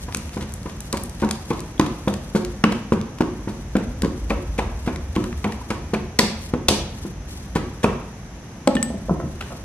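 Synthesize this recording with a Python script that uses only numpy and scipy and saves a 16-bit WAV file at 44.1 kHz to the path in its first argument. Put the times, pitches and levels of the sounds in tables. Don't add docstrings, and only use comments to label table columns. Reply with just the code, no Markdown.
import sys
import numpy as np
from scipy import signal
from scipy.fft import rfft, irfft, next_fast_len
from scipy.io import wavfile
from scipy.ndimage import uniform_filter1d

SR = 44100
rng = np.random.default_rng(int(sys.argv[2]) if len(sys.argv) > 2 else 0)


def master_out(mix):
    frames = np.transpose(np.atleast_2d(mix))
    ceiling = np.clip(frames, -1, 1)
    pcm = np.round(ceiling * 32767).astype(np.int16)
    wavfile.write(sys.argv[1], SR, pcm)


N = 425124


def amp(db):
    return 10 ** (np.asarray(db) / 20)


def unit_rms(x):
    return x / np.sqrt(np.mean(x ** 2) + 1e-20)


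def at_pitch(points, hz):
    f, value = np.transpose(points)
    return np.interp(np.log(hz + 1), np.log(f + 1), value)


def fader(rows, column=1):
    rows = np.transpose(rows)
    return amp(np.interp(np.arange(N) / SR, rows[0], rows[column]))


def add(mix, start_s, sound):
    part = mix[..., round(start_s * SR):][..., :sound.shape[-1]]
    part += sound[..., :part.shape[-1]]


def swell(peak_ms, count):
    u = np.arange(count) * 1000 / SR / max(peak_ms, .15)
    return u * np.exp(1 - u)


def push(contact_ms):
    return np.sin(2 * np.pi * np.arange(0, 1, 500 / SR / contact_ms))


def ring(modes, spread_db, detune):
    hz, db, t60 = np.transpose(modes)[:, :, None]
    t = np.arange(round(.4 * SR)) / SR
    strength, stray = rng.standard_normal((2, len(hz), 1))
    decay = amp(db + spread_db * strength - 60 * t / t60)
    return decay * np.sin(2 * np.pi * hz * (1 + detune * stray) * t)


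def crackle(colour, peak_ms):
    spikes = rng.standard_normal(2048) * amp(6.7 * rng.standard_normal(2048))
    shape = swell(peak_ms, count=2048)
    spikes *= np.linalg.norm(shape) / np.linalg.norm(spikes * shape)
    gain = amp(colour(np.fft.rfftfreq(2048, 1 / SR)))
    return irfft(rfft(spikes * np.sqrt(shape)) * gain) * np.sqrt(shape)


def diffuse_noise(count, colour, size):
    # f/Hz, correlation
    likeness = [(130, .999), (300, .96), (700, .82), (1500, .5), (4000, 0), (10000, -.4)]
    frames, hz = 4 * count // size + 5, np.fft.rfftfreq(size, 1 / SR)[:, None]
    a, b, c, d = rng.standard_normal((frames, len(hz), 4)).T
    same = at_pitch(likeness, hz)
    left = a + 1j * b
    right = same * left + np.sqrt(1 - same ** 2) * (c + 1j * d)
    spectra = np.array([left, right]) * amp(colour(hz, np.arange(frames) * size / 4 / SR))
    return signal.istft(spectra, nperseg=size, noverlap=3 * size // 4)[1][:, :count]


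def room_air():
    # f/Hz, relative level/dB
    tone = [(53, -27), (90, 5.5), (212, -1), (411, -12), (928, -16), (1360, -20.5), (1730, -19),
            (2280, -23), (4520, -31), (5980, -24.5), (8060, -36.5), (10900, -50.5), (12900, -51),
            (15000, -77)]
    # f/Hz, width/Hz, boost/dB
    bands = [(6140, 300, 4.5), (10930, 1200, 19)]

    def colour(hz, s):
        return at_pitch(tone, hz) + sum(db * np.exp(-((hz - f) / width) ** 2) for f, width, db in bands)
    return unit_rms(diffuse_noise(N, colour, size=1024)) * amp(-37)


def machine_rumble():
    # f/Hz, half width/Hz
    bands = [(51, 5), (68, 19)]
    # t/s, deep level/dB, upper level/dB
    levels = [(0, -57, -34), (1.5, -40.5, -40), (3.2, -39, -54), (3.7, -35.5, -34), (4.6, -29, -32),
              (5.3, -46, -30), (5.8, -52, -37.5), (7.6, -40, -36), (8.3, -39, -61), (9.1, -58, -33),
              (9.64, -46, -38)]
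    out = np.zeros(N)
    for column, (hz, width_hz) in enumerate(bands, start=1):
        wobble = signal.lfilter(*signal.butter(2, width_hz, fs=SR), rng.standard_normal((2, N)))
        carrier = np.exp(2j * np.pi * hz * np.arange(N) / SR)
        out += unit_rms(((wobble[0] + 1j * wobble[1]) * carrier).real) * fader(levels, column)
    return out


def room_reverb(slow_feed, fast_feed):
    # f/Hz, t60/s
    decay = [(100, 1), (300, 0.5), (1000, 0.62), (3000, 0.63), (8000, 0.39), (14000, 0.38)]
    # f/Hz, level/dB
    tone = [(100, 4), (400, 1.5), (1500, -3), (5000, -2), (12000, -4.5), (15000, -22)]
    out, t = np.zeros((2, N)), np.arange(N) / SR
    count, hold_s = round(.7 * SR), .13

    def colour(hz, s):
        t60 = at_pitch(decay, hz)
        bass_drop = at_pitch([(150, -7), (500, .5), (3000, -.5)], hz) * (s > hold_s)
        return bass_drop - 60 * s / t60 - 10 * np.log10(t60)
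    for k in range(3):
        tail = diffuse_noise(count, colour, size=256)
        tail *= 1 - np.exp(-t[:count] / .0056)
        tail /= np.linalg.norm(tail[0])
        tail = irfft(rfft(tail) * amp(at_pitch(tone, np.fft.rfftfreq(count, 1 / SR))), count)
        slow, fast = (np.sqrt(2 / 3) * np.cos(np.pi * (rate * t + k / 3)) for rate in (1.2, 350))
        out += signal.fftconvolve((slow_feed * slow + fast_feed * fast)[None], tail, axes=1)[:, :N]
    return out


def seed_rustle():
    # t/s, level/dB
    levels = [(0, -43.5), (.5, -49), (1.3, -46.5), (2.55, -49.5), (3, -56), (4.1, -50), (4.8, -50.5),
              (5.6, -48.5), (6.1, -59), (7.2, -69), (7.5, -57), (7.75, -52), (8.3, -60), (9.64, -49.5)]
    # middle t/s, half length/s, level/dB
    strokes = [(6.45, 0.057, -40.5), (7.03, 0.099, -46), (7.382, 0.084, -41), (9.505, 0.043, -49)]
    clumps = unit_rms(uniform_filter1d(uniform_filter1d(rng.standard_normal(N), size=500), size=500))
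    clicks = rng.standard_normal((2, N)) * amp(1.2 * rng.exponential(1, N) + 3.3 * clumps)
    clicks *= rng.random(N) < 6000 / SR
    clicks[1] = .53 * clicks[1] - .55 * clicks[0]
    bright = signal.sosfilt(signal.butter(2, 2000, "high", fs=SR, output="sos"), clicks)
    bright = signal.sosfilt(signal.butter(6, 12300, fs=SR, output="sos"), bright)
    slides = sum(amp(db) * np.exp(-((np.arange(N) / SR - s) / half) ** 2) for s, half, db in strokes)
    return unit_rms(bright) * (fader(levels) + slides)


def metal_clinks():
    # t/s, level/dB, low modes re level/dB
    hits = [(8.674, -25, -16), (8.752, -29, -16), (8.768, -45, 23), (8.828, -13, -20)]
    # f/Hz, level/dB, t60/s
    modes = [(1800, -7, .3), (1800, -1, .035), (1860, -7, .03), (2480, -9, .03), (2920, -1, .05),
             (3120, -10, .05), (3280, -6, .035), (7820, -4, .025), (8005, 1, .04), (8060, -21, .2),
             (8230, -5, .022), (8480, -11, .02), (13570, -26, .1)]
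    out, is_low = np.zeros(N), np.array(modes)[:, :1] < 4000
    for s, db, low_db in hits:
        partials = ring(modes, spread_db=1.5, detune=.003) * amp(db + low_db * is_low)
        add(out, s, partials.sum(0))
    return out


def tool_knocks():
    # t/s, level/dB, contact/ms
    hits = [(8.674, -1.5, 0.55), (8.7517, -16.5, 2.1), (8.7557, -8.5, 1.52), (8.903, -20, 0.8),
            (8.942, -18.5, 1.2), (9.085, -22, 0.92), (9.095, -9.5, 0.48), (9.109, -9, 1.68),
            (9.201, -16, 0.33), (9.243, -17.5, 1.7), (9.506, -26, 0.38), (9.52, -23, 0.32)]
    # f/Hz, level/dB, t60/s
    modes = [(135, -19, 0.061), (212, 1, 0.13), (245, 4.5, 0.06), (307, 1.5, 0.038), (371, -1.5, 0.038),
             (510, 3.5, 0.037), (575, 3, 0.031), (656, 3, 0.034), (823, 3, 0.017), (1030, 2, 0.024),
             (1270, -2, 0.027), (1820, -3, 0.023), (2300, -13, 0.013), (3400, -13, .02)]
    out = np.zeros(N)
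    for s, db, contact_ms in hits:
        chatter = .2 * rng.standard_normal(1800) * swell(peak_ms=4.6, count=1800)
        chatter *= rng.random(1800) < .05
        chatter[0] = 1
        force = np.convolve(push(contact_ms), chatter)
        force[:1800] += .27 * chatter
        knock = signal.fftconvolve(ring(modes, spread_db=3, detune=.033).sum(0), force)
        add(out, s, amp(db) * knock / abs(knock).max())
    return out


def short_ticks():
    # t/s, level/dB, brightness/dB
    hits = [(.124, -22, -3), (0.147, -6.5, 2.5), (.1704, -23, 18), (.293, -28, -2), (.344, -29, 4),
            (0.375, -28, 0), (.425, -24, 2), (0.521, -33, 13), (0.538, -26.5, 19.5), (0.631, -30, 4),
            (0.8041, -21, 12.5), (0.9268, -10.5, 9), (0.9712, -14.5, 1), (0.976, -21, 4),
            (1.0358, -33, 29.5), (1.058, -38, 12), (1.0947, -30, 16), (1.289, -20, 1), (1.3102, -7.5, 3.5),
            (1.593, -24, -1), (1.604, -26, 13), (1.796, -5.5, -0.5), (2.1384, -17.5, 2.5),
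            (2.448, -17, 4.5), (2.639, -4.5, -12.5), (3.013, -22, 0), (3.2207, -22.5, -11),
            (4.02, -13, 4.5), (4.047, -19, -5), (4.058, -28, -7), (4.959, -20.5, -3), (5.24, -19, -1),
            (5.327, -31, -17.5), (5.522, -20, -3), (7.8422, -15, 3), (8.6743, -7, -2), (8.753, -16, -3),
            (8.827, -13, 1)]
    # f/Hz, level/dB
    tone = [(500, -8), (1900, -0.5), (3300, -4), (4600, -3.5), (10000, -10.5), (16000, -27)]
    out, tilt = np.zeros(N), [(1900, -.81), (10000, .97)]
    for s, db, bright_db in hits:
        tick = crackle(lambda hz: db + at_pitch(tone, hz) + bright_db * at_pitch(tilt, hz), peak_ms=.93)
        add(out, s, tick)
    return out


def air_pops():
    # t/s, level/dB, f/Hz
    hits = [(1.233, -24, 1480), (1.7795, -32, 3380), (2.081, -22.5, 3390), (2.359, -25, 1420),
            (2.637, -19, 1450), (2.6395, -17.5, 2450), (3.752, -27.5, 1590), (4.032, -31, 1560),
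            (4.3045, -16, 2410), (4.5879, -18, 2370), (4.8776, -29, 1560), (5.1617, -25, 3050),
            (5.4432, -22, 2230), (5.613, -30, 1000), (5.7054, -22.5, 2190), (5.947, -20.5, 2410),
            (6.191, -8, 1990), (6.1927, -3.5, 4420), (6.6885, -6.5, 3640), (6.7015, -20, 4730),
            (7.565, -30, 1560), (7.844, -14.5, 2540), (9.41, -28, 1370), (9.41, -24, 2730)]
    out, t, rise_cycles = np.zeros(N), np.arange(1500) / SR, 2.5
    for s, db, hz in hits:
        note = np.sin(2 * np.pi * hz * t * (1 - t) + 2 * np.pi * rng.random())
        add(out, s, amp(db) * note * swell(1000 * rise_cycles / hz, count=1500))
    return out


def skin_slaps():
    # t/s, level/dB, body/dB, time to peak/ms
    hits = [(0.3298, -38, -7, 6.8), (0.406, -37.5, 3, 9.3), (0.691, -41, -1, 7.6), (1.197, -38.5, -3, 5.9),
            (1.216, -34, 0, 3), (1.244, -32, -11, 2.8), (1.503, -29, 1, 1.7), (1.53, -36, -10, 4),
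            (1.8102, -26, 12, 1.7), (1.8618, -29, -6, 2.3), (2.0797, -28, -16, 3), (2.3495, -28, -22, 9.5),
            (2.72, -29, 13, 3.4), (2.922, -34.5, 2, 5.2), (2.933, -35.5, 14, 2.5), (3.185, -34, -4, 1.6),
            (3.206, -30.5, -23, 4), (3.483, -39, -14, 8.5), (3.754, -37, 14, 1.2), (3.766, -28, 9, 1.66),
            (4.2962, -34.5, 4, 4.3), (4.3047, -31.5, 24, 1.7), (4.579, -31.5, -3, 5.5),
            (4.589, -33, 35, 3.2), (4.86, -35, 4, 3.9), (4.877, -38, 29, 0.85), (5.1511, -34, 0, 4.7),
            (5.1617, -29, 20, 1.1), (5.4416, -30.5, 22.5, 2.5), (5.7022, -28, 11, 4),
            (5.9358, -28.5, 5, 3.7), (6.1885, -2.5, -31, 2.1), (6.1907, -12, -36, 1.1),
            (6.1946, -25, -5, 1.4), (6.537, -37, 31, 1.3), (6.683, -3.5, -29, 2.4),
            (6.686, -5.5, -15, 0.93), (6.6905, -15, -16, 1.6), (7.5508, -28, -2, 6.8),
            (7.83, -26.5, 3, 6.5), (9.406, -32.5, 7, 3.8), (9.423, -39.5, 17, 1.9)]
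    # f/Hz, level/dB
    tone = [(500, 10.5), (1200, 7.5), (2300, 7), (3500, 5.5), (5000, 1), (10000, -3.5), (16000, -17)]
    out, body = np.zeros(N), [(1900, .4), (4600, .047)]
    for s, db, body_db, peak_ms in hits:
        slap = crackle(lambda hz: db + at_pitch(tone, hz) + body_db * at_pitch(body, hz), peak_ms)
        add(out, s, slap)
    return out


def palm_pats():
    # t/s, level/dB, patter re level/dB
    blows = [(0.082, -25, 1), (.161, -21, -13), (.367, -15.5, -6.5), (0.421, -25, -8), (.657, -18.5, -3.5),
             (.93, -18, -2), (.939, -13, -7.5), (1.222, -10.5, -4.5), (1.236, -10.5, -7.5),
             (1.505, -9.5, -4), (1.7955, -3, -5.5), (2.074, -7, -6), (2.082, -16, -10),
             (2.3486, -6.5, -11.5), (2.3595, -11.5, -9), (2.6391, -2, -0.5), (2.921, -2.5, -9),
             (3.206, -3.5, -6.5), (3.474, -14.5, -8), (3.753, -5.5, -10), (4.019, -20.5, -18),
             (4.033, -8.5, -12), (4.049, -8, -20), (4.305, -10, -4.5), (4.586, -10, -4.5),
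             (4.874, -10.5, -5.5), (5.164, -9.5, -7), (5.197, -17, -17), (5.243, -22.5, -5.5),
             (5.445, -14, -4), (5.464, -15.5, -10), (5.704, -15, -1.5), (5.934, -9, -5.5), (6.19, -8, -1),
             (6.229, -14.5, -25), (6.536, -7.5, -10), (6.686, -9, -5.5), (6.692, -24, -16),
             (6.7092, -10, -26), (6.724, -13, -17), (7.05, -18, -14), (7.557, -7, -4.5), (7.8424, -1.7, -2)]
    # f/Hz, level/dB, t60/s
    board = [(107.5, -13.5, 0.25), (214, -2.5, 0.18), (245.6, 1.5, 0.081), (323.5, 2.5, 0.029),
             (367.3, -9, 0.14), (483, 3, 0.041), (548, 15.5, 0.046), (815, 10, 0.0024), (966, -2.5, 0.021),
             (1055, -5.5, 0.019), (1413, -10, 0.017), (1830, -9.5, 0.0038), (2220, -13, 0.0075)]
    # t/s, level/dB
    deep_ring = [(1, -1.5), (3.3, -3), (5.9, -4), (8, -6)]
    soft_db, straggle_ms, finger_ms = -9.5, 16.59, 5.46
    out, is_upper = np.zeros((2, N)), np.array(board)[:, 0] > 800
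    for s, db, patter_db in blows:
        modes = ring(board, spread_db=3.5, detune=.021)
        modes[1:3] *= amp(np.interp(s, *np.transpose(deep_ring)))
        loose = 1 - np.clip((db - soft_db) / 11, 0, .8)
        fingers = rng.standard_normal(1800) * amp(2.8 * rng.standard_normal(1800))
        fingers *= swell(finger_ms * loose, count=1800)
        thump = signal.fftconvolve(modes[~is_upper].sum(0), push(contact_ms=1.7))[:modes.shape[1]]
        lags, shares = rng.random((2, 3))
        thump += sum(.51 * loose * share * np.roll(thump, round(lag * straggle_ms * SR / 1000))
                     for lag, share in zip(lags, shares))
        patter = signal.fftconvolve(modes[is_upper].sum(0), fingers)[:len(thump)]
        add(out[0], s, amp(db) * thump / abs(thump).max())
        add(out[1], s, amp(db + patter_db) * patter / abs(patter).max())
    return out


def mic_ports(x):
    # f/Hz, phase/rad
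    lead = [(60, .03), (130, .07), (300, .3), (1000, .65), (2500, 1.3), (5000, 1.7), (10000, 2.0),
            (15000, 1.9)]
    # f/Hz, level/dB
    balance = [(60, 0), (250, 1), (1200, -.8), (2500, 0), (5500, 4.5), (10000, 2), (14000, -1.5)]
    size = next_fast_len(N)
    hz = np.fft.rfftfreq(size, 1 / SR)
    left = amp(at_pitch(balance, hz) / 2) * np.exp(.5j * at_pitch(lead, hz))
    return irfft(rfft(x, size) * np.array([left, 1 / left]), size)[:, :N]


def scene():
    send_db = dict(thud=-3.5, knock=-5, pops=-5, slaps=-1.5, ticks=-5.5, tool=-3, metal=-9)
    send = {name: amp(db) for name, db in send_db.items()}
    thud, patter = palm_pats()
    slaps, ticks = skin_slaps(), short_ticks()
    tool, metal, pops = tool_knocks(), metal_clinks(), air_pops()
    patter_send = send["knock"] * patter
    slow_feed = patter_send + send["thud"] * thud + send["tool"] * tool + send["metal"] * metal
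    fast_feed = patter_send + send["slaps"] * slaps + send["ticks"] * ticks + send["pops"] * pops
    direct = mic_ports(thud + patter + slaps + ticks + pops + tool + metal)
    return direct + room_reverb(slow_feed, fast_feed) + seed_rustle() + room_air() + machine_rumble()


def record(dry):
    dry = signal.sosfilt(signal.butter(2, 33, "high", fs=SR, output="sos"), dry)
    dry = signal.sosfilt(signal.butter(4, 14200, fs=SR, output="sos"), dry)
    band_limit = signal.firwin(511, 15700, window=("kaiser", 9), fs=SR)
    return signal.oaconvolve(np.clip(dry, -1, 1), band_limit[None], "same")


dry = scene()
out = record(dry)
master_out(out)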